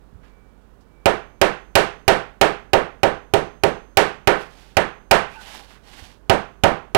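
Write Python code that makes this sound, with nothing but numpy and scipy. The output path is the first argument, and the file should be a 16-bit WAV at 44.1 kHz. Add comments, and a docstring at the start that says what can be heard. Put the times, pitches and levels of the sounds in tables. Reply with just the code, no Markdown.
"""Mains hum and room air lie under a small live workshop; a shoe bumps and scuffs on an apron, a thin whine swells.
From about one second a cobbler hammers a leather sole on a last in his lap, about three blows a second.
In a pause past five seconds he turns the shoe, which slides and squeaks on the leather; then the last blows fall.
Blows are noise cracks, ringing sines and wall echoes; rubbing is shaped noise, squeaks are unsteady sines.
One microphone feeds the right channel, with only faint crosstalk on the left; its input flattens the peaks."""
import sys
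import numpy as np
from scipy import signal
from scipy.fft import rfft, irfft, next_fast_len
from scipy.io import wavfile
from scipy.ndimage import map_coordinates

SR = 44100
rng = np.random.default_rng(int(sys.argv[2]) if len(sys.argv) > 2 else 0)


def transcribe(signal):
    """Save signal, clipped to [-1, 1], as a 16-bit WAV file at the path in sys.argv[1]."""
    frames = np.atleast_2d(signal).T
    limited = np.clip(frames, -1, 1)
    pcm = np.round(limited * 32767).astype(np.int16)
    wavfile.write(sys.argv[1], SR, pcm)


N = 307377  # length in samples


def amp(db):
    """Decibels to gain."""
    return 10 ** (np.asarray(db) / 20)


def unit(x):
    """Scale to rms 1."""
    return x / np.sqrt(np.mean(x ** 2) + 1e-20)


def along(points, hz):
    """Interpolate (Hz, value) points on a log frequency axis."""
    point_hz, values = np.transpose(points)
    return np.interp(np.log(hz + 1), np.log(point_hz + 1), values)


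def filtered(x, gain_at):
    """Filter x by a gain that depends on frequency, without phase shift."""
    size = next_fast_len(len(x) + SR // 10)  # spare room keeps the end from wrapping round
    hz = np.fft.rfftfreq(size, 1 / SR)
    return irfft(rfft(x, size) * gain_at(hz), size)[:len(x)]


def noise(spectrum, size):
    """Noise of rms 1 with the given colour and random phases."""
    hz = np.fft.rfftfreq(size, 1 / SR)
    phases = np.exp(2j * np.pi * rng.random(len(hz)))
    return unit(irfft(amp(along(spectrum, hz)) * phases, size))


def wobble(rate):
    """A smooth random curve through `rate` random knots a second."""
    knots = rng.standard_normal(int(N * rate / SR) + 4)
    return map_coordinates(knots, [np.arange(N) * rate / SR])


def sine(hz, t):
    """A sine at a random starting phase."""
    return np.sin(2 * np.pi * (hz * t + rng.random()))


# drop in dB one rise or fall time from the peak; roundness of the peak
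SWELL_DB, SWELL_CURVE = 10, 1.87


def swells(rows, t):
    """Gain of motions that each gather, peak and come to rest; overlapping ones add in power."""
    power = np.zeros(len(t))
    for s, db, rise_s, fall_s in rows:
        away = np.maximum((s - t) / rise_s, (t - s) / fall_s)  # distance from the peak
        power += amp(db - SWELL_DB * np.abs(away) ** SWELL_CURVE) ** 2
    return np.sqrt(power)


# Colour of the room air. Each row: frequency in Hz, relative level in dB per Hz.
AIR_COLOUR = [(20, -12), (35, -4), (70, -11), (150, -13), (230, -13), (330, -17), (450, -17.5),
              (650, -22.5), (1100, -25), (1700, -30.5), (2200, -38), (2900, -39), (5000, -46),
              (16000, -52.5)]
# Tones of the mains hum. Each row: frequency in Hz, level in dB before the hum's own gain.
HUM_TONES = [(49.5, -54), (99.9, -82), (400, -71), (1480, -78)]
# Swells of the thin whine. Each row: loudest moment in seconds, peak in dB, rise in seconds, fall in seconds.
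WHINE_SWELLS = [(.36, -62.5, 0.12, 0.22), (.98, -62, 0.1, .15), (1.33, -65, .1, .1)]


def background(air_db, hum_db, whine_hz):
    """Room air is steady coloured noise; hum is a set of steady sines; the whine is one sine that swells."""
    t = np.arange(N) / SR
    hum = sum(amp(db + hum_db) * sine(hz, t) for hz, db in HUM_TONES)
    whine = swells(WHINE_SWELLS, t) * sine(whine_hz, t)
    air = amp(air_db) * noise(AIR_COLOUR, size=N)
    return hum + whine + air


# Hands and shoe bump and scuff on the apron.
# Each row: start in seconds, level in dB, centre frequency in Hz, time to fall 60 dB in seconds.
APRON_CONTACTS = [(0.124, -39, 95, 0.39), (0.193, -37, 90, 0.11), (.23, -52, 1730, 0.42),
                  (.805, -60, 5000, .12), (5.59, -41, 780, 0.19), (5.705, -41, 1280, 0.1),
                  (5.752, -46.5, 1500, 0.21), (6.014, -37, 75, 0.19)]


def handling(rise_s):
    """Soft contacts: puffs of noise around one pitch that start quickly and die away."""
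    t = np.arange(SR // 2) / SR
    out = np.zeros(N + SR)
    for s, db, hz, t60 in APRON_CONTACTS:
        colour = [(hz / 8, -40), (hz / 2, -6), (hz, 0), (hz * 2, -12), (hz * 10, -60), (hz * 100, -120)]
        envelope = amp(db - 60 * t / t60) * (1 - np.exp(-t / rise_s))
        out[round(s * SR):][:len(t)] += envelope * noise(colour, size=len(t))
    return out[:N]


# Colour of leather rubbing on leather. Each row: frequency in Hz, relative level in dB per Hz.
RUB_COLOUR = [(100, -17), (250, -5), (500, -9), (830, -1), (1250, -9.5), (1550, -5), (2200, -6.5),
              (3000, -6), (4600, -10), (7500, -18), (12000, -23), (16000, -35)]
# Strokes of the shoe sliding on the apron.
# Each row: fastest moment in seconds, peak level in dB, rise in seconds, fall in seconds.
SLIDE_STROKES = [(.245, -60, .02, 0.068), (4.42, -43.5, .06, 0.053), (4.65, -49, 0.23, 0.11),
                 (5.35, -46.5, 0.065, 0.043), (5.53, -37, 0.14, 0.11), (5.73, -48, 0.076, 0.05),
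                 (5.98, -40, 0.11, 0.13)]


def sliding(grip_db, grain_db):
    """Leather rubs on leather: noise whose level flutters slowly with the grip and quickly with the grain."""
    flutter = amp(grip_db * wobble(rate=45) + grain_db * wobble(rate=500))
    friction = unit(noise(RUB_COLOUR, size=N) * flutter)
    return swells(SLIDE_STROKES, np.arange(N) / SR) * friction


# Short squeaks as the shoe turns. Each row: loudest moment in seconds, peak in dB, mean pitch in Hz.
LEATHER_SQUEAKS = [(5.335, -44, 2440), (5.357, -42, 2640), (5.372, -37, 872), (5.398, -37.5, 1506),
                   (5.455, -44.5, 810), (5.465, -44, 2980), (5.615, -46, 810)]
SQUEAK_RISE_S, SQUEAK_FALL_S = 0.031, 0.029


def squeaking(flutter, flutter_rate):
    """The leather sticks and slips: sines whose pitches waver together at random."""
    t = np.arange(N) / SR
    phase = 2 * np.pi * np.cumsum(1 + flutter * wobble(flutter_rate)) / SR  # of a 1 Hz tone
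    out = np.zeros(N)
    for s, db, hz in LEATHER_SQUEAKS:
        out += swells([(s, db, SQUEAK_RISE_S, SQUEAK_FALL_S)], t) * np.sin(hz * phase)
    return out


def hammer_ring(hz, level_db, t60, grip_damping):
    """The steel head sings on faintly; harder blows damp it, a snappier landing lifts it."""
    t = np.arange(SR) / SR
    out = np.zeros(N + 2 * SR)
    for s, force_db, _, snap_db in HAMMER_BLOWS:
        ring_db = level_db + snap_db / 2 - grip_damping * force_db
        out[round(s * SR):][:len(t)] += amp(ring_db - 60 * t / t60) * sine(hz, t)
    return out[:N]


def thud(t, level_db, hz, t60):
    """The shoe sinks into the lap and springs back: a low decaying sine that starts downwards."""
    return -amp(level_db - 60 * t / t60) * np.sin(2 * np.pi * hz * t)


# Decay of the workshop. Each row: frequency in Hz, time to fall 60 dB in seconds.
ROOM_DECAY = [(60, 0.32), (160, 0.37), (420, 0.29), (1100, 0.36), (2900, 0.35), (7700, 0.29), (15000, 0.19)]


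def diffuse(t, spectrum):
    """Dense wall echoes: noise in which each frequency dies at its own speed."""
    hz, age, bins = signal.stft(noise(spectrum, size=len(t)), SR, nperseg=256)
    decay = amp(-60 * age / along(ROOM_DECAY, hz)[:, None])
    return signal.istft(bins * decay, SR)[1][:len(t)]


# Steel on leather. Each row: frequency in Hz, relative level in dB per Hz.
CRACK_COLOUR = [(30, -6.5), (100, -4.5), (400, 2.5), (1000, -8), (2500, -4), (5000, -13.5), (10000, -22),
                (16000, -31.5)]
# Its echo from the walls. Each row: frequency in Hz, relative level in dB per Hz.
ECHO_COLOUR = [(30, -5.5), (80, -19), (160, -2), (270, -7.5), (400, 4.5), (750, 0.5), (1100, -4),
               (1800, -8.5), (2800, -13), (4000, -19.5), (6500, -27), (10000, -31), (16000, -44)]
# Ringing of the shoe on its last. Each row: frequency in Hz, relative level in dB, time to fall 60 dB in seconds.
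SHOE_MODES = [(99, 1, 0.058), (314.8, -9, 0.23), (393.2, 2, 0.15), (562.7, 4, 0.12), (662, 5.5, 0.11),
              (776.8, 7, 0.075), (909, -7.5, 0.15), (1210, -28, .12), (1532, -15.5, 0.36),
              (1890, -7.5, 0.034), (2806, -7.5, 0.071)]
# Standing waves of the workshop. Each row: frequency in Hz, relative level in dB.
ROOM_MODES = [(82, -10), (152, -8), (201, -8), (246, -7.5), (360, -2), (420, 6), (440, -6), (503, -1.5),
              (524, -1), (590, -3.5), (679, 2.5), (767, -6), (800, 0.5), (916, -13), (1073, -15),
              (1314, -10.5), (1528, -14.5), (1728, -13), (1878, -11), (1959, -16.5), (1985, -20.5),
              (2313, -16), (2656, -13.5)]


def response(t, crack_db, crack_t60, shoe_db, standing_db, echo_db, build_s):
    """One blow at one spot: contact crack, knock of the shoe, then the room builds up and rings."""
    crack = noise(CRACK_COLOUR, size=len(t)) * amp(crack_db - 60 * t / crack_t60)
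    knock = sum(amp(shoe_db + db - 60 * t / t60) * sine(hz, t) for hz, db, t60 in SHOE_MODES)
    standing = sum(amp(standing_db + db - 60 * t / along(ROOM_DECAY, hz)) * sine(hz, t)
                   for hz, db in ROOM_MODES)
    echo = amp(echo_db) * diffuse(t, ECHO_COLOUR)
    room = (standing + echo) * (1 - np.exp(-t / build_s))
    return (crack + knock + room) * (1 - np.exp(-t / 0.0013))  # soft onset, time constant in s


# How the shoe sits in the lap: flat, tilted, pressed down again.
# Each row: from this time in seconds, thump in dB, knock in dB.
LAP_SEATS = [(0, 1.5, 1), (4.5, 0.5, -2.5), (6, 3.5, -.5)]
# dB by which each falls behind per dB of force: harder blows are brighter
THUMP_LAG, KNOCK_LAG = 0.59, 0.6


def voiced(blow, s, force_db, slap_db, snap_db):
    """The seat sets the lows, force thins them, and how squarely the face lands sets slap and snap."""
    _, thump_db, knock_db = [seat for seat in LAP_SEATS if seat[0] < s][-1]
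    thump = thump_db - THUMP_LAG * force_db
    knock = knock_db - KNOCK_LAG * force_db
    tone = [(200, thump), (410, knock), (750, 0), (1700, slap_db), (6000, snap_db)]  # (Hz, dB)
    return filtered(blow, lambda hz: amp(along(tone, hz)))


# Hammer blows, also heard in the ring of the head.
# Each row: start in seconds, force in dB over an average blow, slap in dB, snap in dB.
HAMMER_BLOWS = [(1.0575, -1, 2.3, -3), (1.4144, -1, 4, -0.5), (1.7535, 1.5, 3, 2.5), (2.0793, 2.5, 2, -1.3),
                (2.4122, 1.5, 2.5, -1.7), (2.7328, .5, 1, -6.5), (3.0319, -1.5, 0.5, -6),
                (3.337, -3.5, -0.5, -2), (3.6355, -4, -0.5, -3), (3.9709, 1.5, 2.8, 1.5),
                (4.2729, 0.5, 3.5, -4), (4.7686, -2.5, 4, -3.5), (5.1108, 4.5, 2.2, -1.5),
                (6.2966, 1, -1, -4.5), (6.6363, 3, -1.5, -7.5), (6.948, 0, -0.5, -5.5)]
BLOW_DB = -2  # gain of a blow of average force
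WANDER = 0.2  # share of the response's power that is new at each landing spot (0-1)


def hammering():
    """Blows share one response, which changes a little as the hammer wanders over the sole."""
    t = np.arange(SR // 2) / SR

    def spot():
        """A fresh landing spot: same levels, new phases and noise."""
        return response(t, crack_db=10.5, crack_t60=0.021, shoe_db=-7.5, standing_db=-16.5,
                        echo_db=-4.5, build_s=0.0016)

    usual = spot()
    lap = thud(t, level_db=-12, hz=52, t60=0.084)
    out = np.zeros(N + SR)
    for s, force_db, slap_db, snap_db in HAMMER_BLOWS:
        blow = np.sqrt(1 - WANDER) * usual + np.sqrt(WANDER) * spot()
        strike = lap + voiced(blow, s, force_db, slap_db, snap_db)
        out[round(s * SR):][:len(t)] += amp(BLOW_DB + force_db) * strike
    return out[:N]


def scene():
    """The microphone feeds the right channel; the left has only faint crosstalk and hiss."""
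    room = background(air_db=-49.0, hum_db=8.0, whine_hz=2310)
    hands = handling(rise_s=0.0027) + sliding(grip_db=1.4, grain_db=1.4)
    hands += squeaking(flutter=0.055, flutter_rate=870)
    blows = hammer_ring(hz=6400, level_db=-61, t60=1.8, grip_damping=1.3) + hammering()
    mic = room + hands + blows
    left = amp(-82.5) * mic + amp(-98.5) * rng.standard_normal(N)
    return np.array([left, mic])


TOP_HZ = 16200  # band limit


def record(dry):
    """The input stage flattens peaks towards a ceiling; a steep low-pass then sets the band limit."""
    ceiling, hardness = 0.6, 7  # full scale is 1; a higher hardness bends more sharply
    clipped = dry / (1 + np.abs(dry / ceiling) ** hardness) ** (1 / hardness)

    def low_pass(hz):
        """Gain that falls very steeply past the band limit."""
        return 1 / (1 + (hz / TOP_HZ) ** 100)

    return np.array([filtered(channel, low_pass) for channel in clipped])


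dry = scene()
out = record(dry)
transcribe(out)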